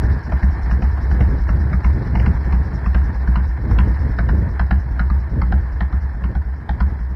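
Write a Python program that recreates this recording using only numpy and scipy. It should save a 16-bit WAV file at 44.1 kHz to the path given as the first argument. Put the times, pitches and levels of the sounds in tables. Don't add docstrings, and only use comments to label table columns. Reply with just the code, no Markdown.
import sys
import numpy as np
from scipy import signal
from scipy.fft import rfft, irfft, next_fast_len
from scipy.io import wavfile
from scipy.ndimage import uniform_filter1d

SR = 44100
rng = np.random.default_rng(int(sys.argv[2]) if len(sys.argv) > 2 else 0)


def to_wav(s):
    ch = np.atleast_2d(s).T
    pcm = np.round(np.clip(ch, -1, 1) * 32767)
    wavfile.write(sys.argv[1], SR, pcm.astype(np.int16))


def ratio(d):
    e = np.asarray(d, float) / 20
    return 10 ** e


N = 315315

# start_s, boom_db, valve_open_s, crack_db, crack_ring_hz
FIRST_FIRINGS = [(-.055, -7, 0.052, -39, 900), (0.318, -10, .05, -16, 580), (0.709, -8, 0.063, -18, 980),
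                 (1.111, -10, .09, -18.5, 780), (1.487, -10, 0.12, -18, 554), (1.728, -9.5, .06, -16, 1240),
                 (2.151, -9, .12, -16, 840), (2.522, -9.4, .09, -14.5, 950), (2.857, -9, 0.066, -18, 970),
                 (3.272, -8, 0.078, -18.5, 950), (3.708, -8.5, 0.22, -19, 950),
                 (4.185, -11, .105, -10, 1116), (4.593, -10, .07, -11.5, 1010),
                 (4.992, -10.5, .09, -12, 1250), (5.414, -11, .12, -13.5, 930),
                 (5.804, -11.5, .06, -15, 907), (6.236, -15, .06, -19, 1000),
                 (6.689, -12.5, 0.055, -14, 804)]
# start_s, boom_db, valve_open_s, crack_db, crack_ring_hz
SECOND_FIRINGS = [(.033, -9, .08, -26, 805), (0.425, -6.5, .07, -18, 625), (0.82, -9, 0.078, -21, 664),
                  (1.205, -8.5, .07, -17.5, 875), (1.842, -7, 0.076, -17.5, 1030),
                  (2.195, -35, .05, -23, 546), (2.259, -6, .05, -15, 990), (2.944, -7.5, .09, -14, 641),
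                  (3.355, -10, 0.11, -12.5, 970), (3.784, -7.5, 0.055, -12.5, 1050),
                  (4.287, -10, 0.088, -14, 1010), (4.707, -8, 0.076, -10, 700),
                  (5.098, -9, .09, -18.5, 1045), (5.52, -7.5, .07, -14, 716),
                  (5.924, -10.5, 0.058, -21.5, 1030), (6.349, -11.5, .06, -20.5, 680),
                  (6.802, -8.5, .07, -13.5, 1000)]


def rms_one(x):
    return x / np.sqrt(np.mean(x ** 2) + 1e-20)


def band(x, low_hz, high_hz, order=2):
    return signal.sosfilt(signal.butter(order, [low_hz, high_hz], "band", fs=SR, output="sos"), x)


def coloured(spectrum, size):
    hz, level_db = np.transpose(spectrum)
    bins = np.fft.rfftfreq(size, 1 / SR) + 1
    shape = ratio(np.interp(np.log(bins), np.log(hz), level_db, left=-90, right=-90))
    return rms_one(irfft(rfft(rng.standard_normal(size)) * shape, size))


def drift(rate_hz):
    hop = 40
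    r = np.exp(-2 * np.pi * rate_hz * hop / SR)
    noise = rng.standard_normal(N // hop + 2002)
    slow = signal.lfilter([1], [1, -2 * r, r * r], noise)[2000:]
    return np.interp(np.arange(N) / hop, np.arange(len(slow)), rms_one(slow))


def resonate(x, modes):
    out = 0
    for k, (hz, width_hz, level_db) in enumerate(modes):
        r = np.exp(-np.pi * width_hz / SR)
        poles = [1, -2 * r * np.cos(2 * np.pi * hz / SR), r * r]
        mode = signal.lfilter([1 - r, 0, r - 1], poles, x)
        out = out + (-1) ** k * ratio(level_db) * mode
    return out


def add(out, s, piece):
    i = round(s * SR)
    first, last = max(i, 0), min(i + len(piece), N)
    out[first:last] += piece[first - i:last - i]


def pulse(t, peak_s, decay_s):
    return (t / peak_s) ** 2 * np.exp(2 - 2 * t / decay_s)


def strokes():
    # start_s, boom_db, valve_open_s, note_hz
    early_misses = [(.125, -14.5, 0.052, 54.5), (.511, -15, 0.1, 48), (0.917, -15.5, .08, 65),
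                    (1.29, -12.5, 0.078, 45.9), (1.596, -10, .105, 65.5), (1.934, -12, .05, 52),
                    (2.338, -11.3, .09, 51), (2.648, -24, 0.12, 62.7), (3.04, -13.5, .07, 50.8),
                    (3.475, -13.5, 0.089, 48), (3.875, -10.7, 0.09, 50.4), (4.378, -13, 0.072, 52),
                    (4.792, -18.5, .12, 52), (5.196, -15, 0.065, 60.7), (5.603, -17, .12, 52),
                    (6.01, -17, .105, 62.6), (6.45, -15.5, 0.1, 52), (6.883, -17.5, 0.096, 52)]
    # start_s, boom_db, valve_open_s, note_hz
    late_misses = [(.234, -21, .12, 61.1), (0.622, -13.5, 0.087, 46.8), (1.02, -11, .09, 55.2),
                   (1.399, -10.8, 0.076, 46), (2.055, -14, 0.069, 45), (2.445, -12.5, .07, 48.7),
                   (2.739, -19, .12, 52.8), (3.145, -14, 0.11, 52), (3.61, -14.5, 0.11, 52),
                   (3.996, -13, 0.088, 69.3), (4.098, -14.4, 0.093, 48.3), (4.497, -15, 0.081, 44.5),
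                   (4.906, -14.5, 0.085, 45.2), (5.302, -17, 0.092, 49.2), (5.718, -16.5, 0.074, 45.6),
                   (6.131, -19.5, 0.13, 45.6), (6.559, -29.5, .12, 61.3), (6.994, -16, .09, 47.9),
                   (7.095, -16, 0.045, 57.8)]
    miss_top_hz = 71.6
    rows = []
    for s, boom_db, open_s, note_hz in early_misses + late_misses:
        rows.append((s, boom_db, note_hz, max(miss_top_hz / note_hz - 1, 0), open_s, -50))
    for table, note_hz, top_hz in (FIRST_FIRINGS, 52.94, 68.9), (SECOND_FIRINGS, 52, 74.5):
        for s, boom_db, open_s, crack_db, _ in table:
            rows.append((s, boom_db, note_hz, top_hz / note_hz - 1, open_s, crack_db - 7.0))
    return rows


def pipes():
    # multiple of the round trip, level_db under the boom
    overtones = [(2, -9), (3, -6), (4, -32.5), (5, -24.5)]
    out, t = np.zeros(N), np.arange(8000) / SR
    for s, boom_db, note_hz, rise, open_s, charge_db in strokes():
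        turns = np.cumsum(note_hz * (1 + rise * np.minimum(t / open_s, 1))) / SR
        boom = (1 - np.exp(-t / 0.004)) * np.exp(-t / 0.25) * np.sin(2 * np.pi * turns)
        late = np.maximum(t - min(open_s, 0.125), 0)
        shut = 0.9 * np.exp(-late / 0.014) + 0.1 * np.exp(-late / 0.04)
        trips = t * note_hz * (1 + 0.54 * rise) - 0.07
        front = 0
        for k, level_db in overtones:
            uneven_db = 1.3 * rng.standard_normal()
            front = front + ratio(level_db + uneven_db) * np.cos(2 * np.pi * int(k) * trips)
        onset = np.minimum(turns / 0.9, 1) ** 2
        fading = onset * (0.6 * np.exp(-(turns / 1.5) ** 4) + 0.4 * np.exp(-t / 0.06))
        heat = np.clip((charge_db + 43.5) / 25, 0.3, 1.1)
        add(out, s + 0.0013, -ratio(boom_db + 0.97) * shut * (boom + heat * fading * front))
    return out


def cracks():
    # hz, level_db per Hz
    crack_colour = [(350, -14), (500, -8.5), (700, 2), (1100, -5), (1650, -3.5), (2100, -4.5),
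                    (2600, -22.5)]
    # upper_ring_hz, rim_db re the crack
    first_rings = [(1510, -30), (1280, -21), (1750, -20), (1700, -27), (1300, -27), (2170, -34),
                   (2200, -19.5), (1530, -21), (1270, -23), (1630, -34), (1360, -31.5), (1616, -37),
                   (1640, -25.5), (1530, -28), (1320, -28.5), (1810, -23), (1440, -22), (1670, -21.5)]
    # upper_ring_hz, rim_db re the crack
    second_rings = [(1500, -29), (1790, -34), (1380, -20), (2200, -17), (2190, -19), (2070, -12.5),
                    (1530, -15.5), (1540, -19.5), (1490, -23), (1600, -16), (1670, -26.5), (1630, -23.5),
                    (1254, -36), (1500, -28.5), (1370, -27.5), (1490, -31.5), (1455, -27.5)]
    rim_modes = [(4080, 430, 1.5), (5250, 410, -8.0)]
    out, t = np.zeros(N), np.arange(4096) / SR
    burst = pulse(t, 0.0058, 0.0051)
    tail = 0.16 * (1 - np.exp(-t / 0.012)) * np.exp(-t / 0.035)
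    snap = pulse(t, 0.0036, 0.0034) + 0.87 * tail
    firings = zip(FIRST_FIRINGS + SECOND_FIRINGS, first_rings + second_rings)
    for (s, _, _, peak_db, low_hz), (high_hz, rim_db) in firings:
        gas = coloured(crack_colour, size=len(t))
        body = rms_one(0.25 * gas + resonate(gas, [(low_hz, 130, 0), (high_hz, 130, 4)]))
        rim_hz = 2400 + 110 * s + 120 * rng.standard_normal()
        rim = rms_one(band(rng.standard_normal(len(t)), rim_hz - 330, rim_hz + 330))
        top = resonate(rng.standard_normal(len(t)), rim_modes)
        top = rms_one(band(top, 3300, 5600, order=3))
        top_db = -44 + 2 * min(s, 4.53)
        treble = ratio(rim_db + 5.0) * rim + ratio(top_db + 11.0) * top
        add(out, s + 0.0005, ratio(peak_db - 6.5) * ((burst + tail) * body + snap * treble))
    slap = round(0.016 * SR)
    out[slap:] += 0.3 * band(out[:-slap], 200, 4500, order=1)
    return out


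def taps(per_s, spread_db):
    sizes = ratio(spread_db * np.minimum(rng.exponential(1, N), 4)) * rng.choice([-1, 1], N)
    return rms_one(sizes * (rng.random(N) < per_s / SR) + 1e-9)


def clatter(level_db):
    # hz, level_db per Hz
    clatter_colour = [(300, 2.5), (500, -10.5), (700, -1.5), (950, 1), (1250, -6.5), (1600, -2), (1800, -7),
                      (2100, -8.5), (2600, -27), (3300, -31), (4000, -36), (6000, -45.5)]
    # hz, width_hz, level_db
    case_modes = [(944, 64, -6), (1657, 18, 1), (1799, 38, 0.5)]
    rush = coloured(clatter_colour, size=next_fast_len(N))[:N]
    ring = rms_one(resonate(taps(1300, spread_db=-3.0), case_modes))
    flicker_db = 1.3 * drift(18) + 1.1 * drift(40)
    return ratio(level_db - 1.1 + flicker_db) * (rush + 0.49 * ring)


def stroke_swell(peak_s, spread_db):
    out, t = np.zeros(N), np.arange(5000) / SR
    for start_s, *_ in strokes():
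        size = ratio(spread_db * rng.standard_normal())
        add(out, start_s - 0.012, size * pulse(t, peak_s, peak_s))
    return out


def fins(level_db):
    # hz, width_hz, level_db
    fin_modes = [(4090, 330, 1), (4470, 2100, -2.5), (5370, 920, -1.5)]
    steady = rms_one(resonate(taps(1400, spread_db=2.5), fin_modes))
    steady = band(steady, 3300, 5900, order=3)
    whistle = resonate(rng.standard_normal(N), [(5424, 690, 0)])
    whistle = rms_one(resonate(whistle, [(4540, 1700, 0)]))
    flicker_db = 1.6 * drift(24)
    swell = stroke_swell(0.022, spread_db=1.8)
    return ratio(level_db - 0.6) * (ratio(flicker_db) * steady + 1.4 * swell * whistle)


def wind(body_db):
    # middle_s, length_s, peak_db
    gusts = [(0.085, 0.25, -36), (0.31, 0.081, -39.5), (0.788, 0.29, -38.5), (1.222, 0.39, -31),
             (1.678, 0.53, -35), (1.994, 0.18, -32.5), (2.321, 0.65, -33.5), (2.665, 0.29, -43.5),
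             (3.692, 0.26, -28.5), (3.903, 0.18, -34), (4.047, 0.18, -29.5), (4.326, 0.52, -33),
             (5.366, 0.18, -30), (5.544, 0.16, -36), (6.281, 0.28, -39), (6.797, .3, -43)]
    # hz, level_db per Hz
    turbulence = [(25, -6.5), (60, 7.5), (105, 8.5), (180, -0.5), (300, -8.5), (450, -14), (700, -23)]
    level = ratio(body_db - 1.5 + 0.1 * np.arange(N) / SR)
    for middle_s, length_s, peak_db in gusts:
        add(level, middle_s - length_s / 2, ratio(peak_db) * np.hanning(round(length_s * SR)))
    rumble = coloured(turbulence, size=next_fast_len(N))[:N]
    return level * ratio(10 + 2.9 * drift(24)) * rumble


def scene():
    # time_s, level_db
    body_curve = [(0, -35.5), (.3, -37), (1.29, -37), (2.41, -37), (3.09, -37), (3.64, -40), (3.76, -36),
                  (4.54, -39.5), (5.67, -40.5), (6.57, -44), (6.83, -39), (7.15, -45)]
    t = np.arange(N) / SR
    body_db = np.interp(t, *np.transpose(body_curve))
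    fin_db = body_db - 21 - 0.57 * t
    return (pipes() + cracks() + clatter(body_db) + fins(fin_db) + wind(body_db))[None]


def gate(x):
    hz, _, cells = signal.stft(x, SR, nperseg=1024)
    power = uniform_filter1d(np.abs(cells) ** 2, size=5, axis=1)
    power = uniform_filter1d(power, size=4, axis=2)
    level_db = 10 * np.log10(power + 1e-20)
    margin_db = np.interp(hz, [2310, 2810, 5630, 6200], [30, 1.4, 0.6, 0.7])[:, None]
    kept = level_db > uniform_filter1d(level_db, size=31, axis=1) - margin_db
    return signal.istft(cells * kept, SR, nperseg=1024)[1][:, :N]


def roll_off(x):
    return signal.sosfilt(signal.butter(12, 15720, fs=SR, output="sos"), x)


def record(dry):
    # hz, level_db per Hz
    hiss_colour = [(5500, -16), (6600, 1), (7600, -19.5), (8300, 4.5), (12000, 6), (15800, 4)]
    dry = signal.sosfilt(signal.butter(2, 22, "high", fs=SR, output="sos"), dry)
    loudness = np.sqrt(np.maximum(uniform_filter1d(dry ** 2, size=1300), 0))
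    hiss_level = ratio(-52.0) * loudness ** 1.25 + ratio(-86.5)
    hiss = hiss_level * coloured(hiss_colour, size=next_fast_len(N))[:N]
    rounded = 1.238 * np.tanh(dry / 1.312)
    return roll_off(gate(rounded + hiss))


dry = scene()
out = record(dry)
to_wav(out)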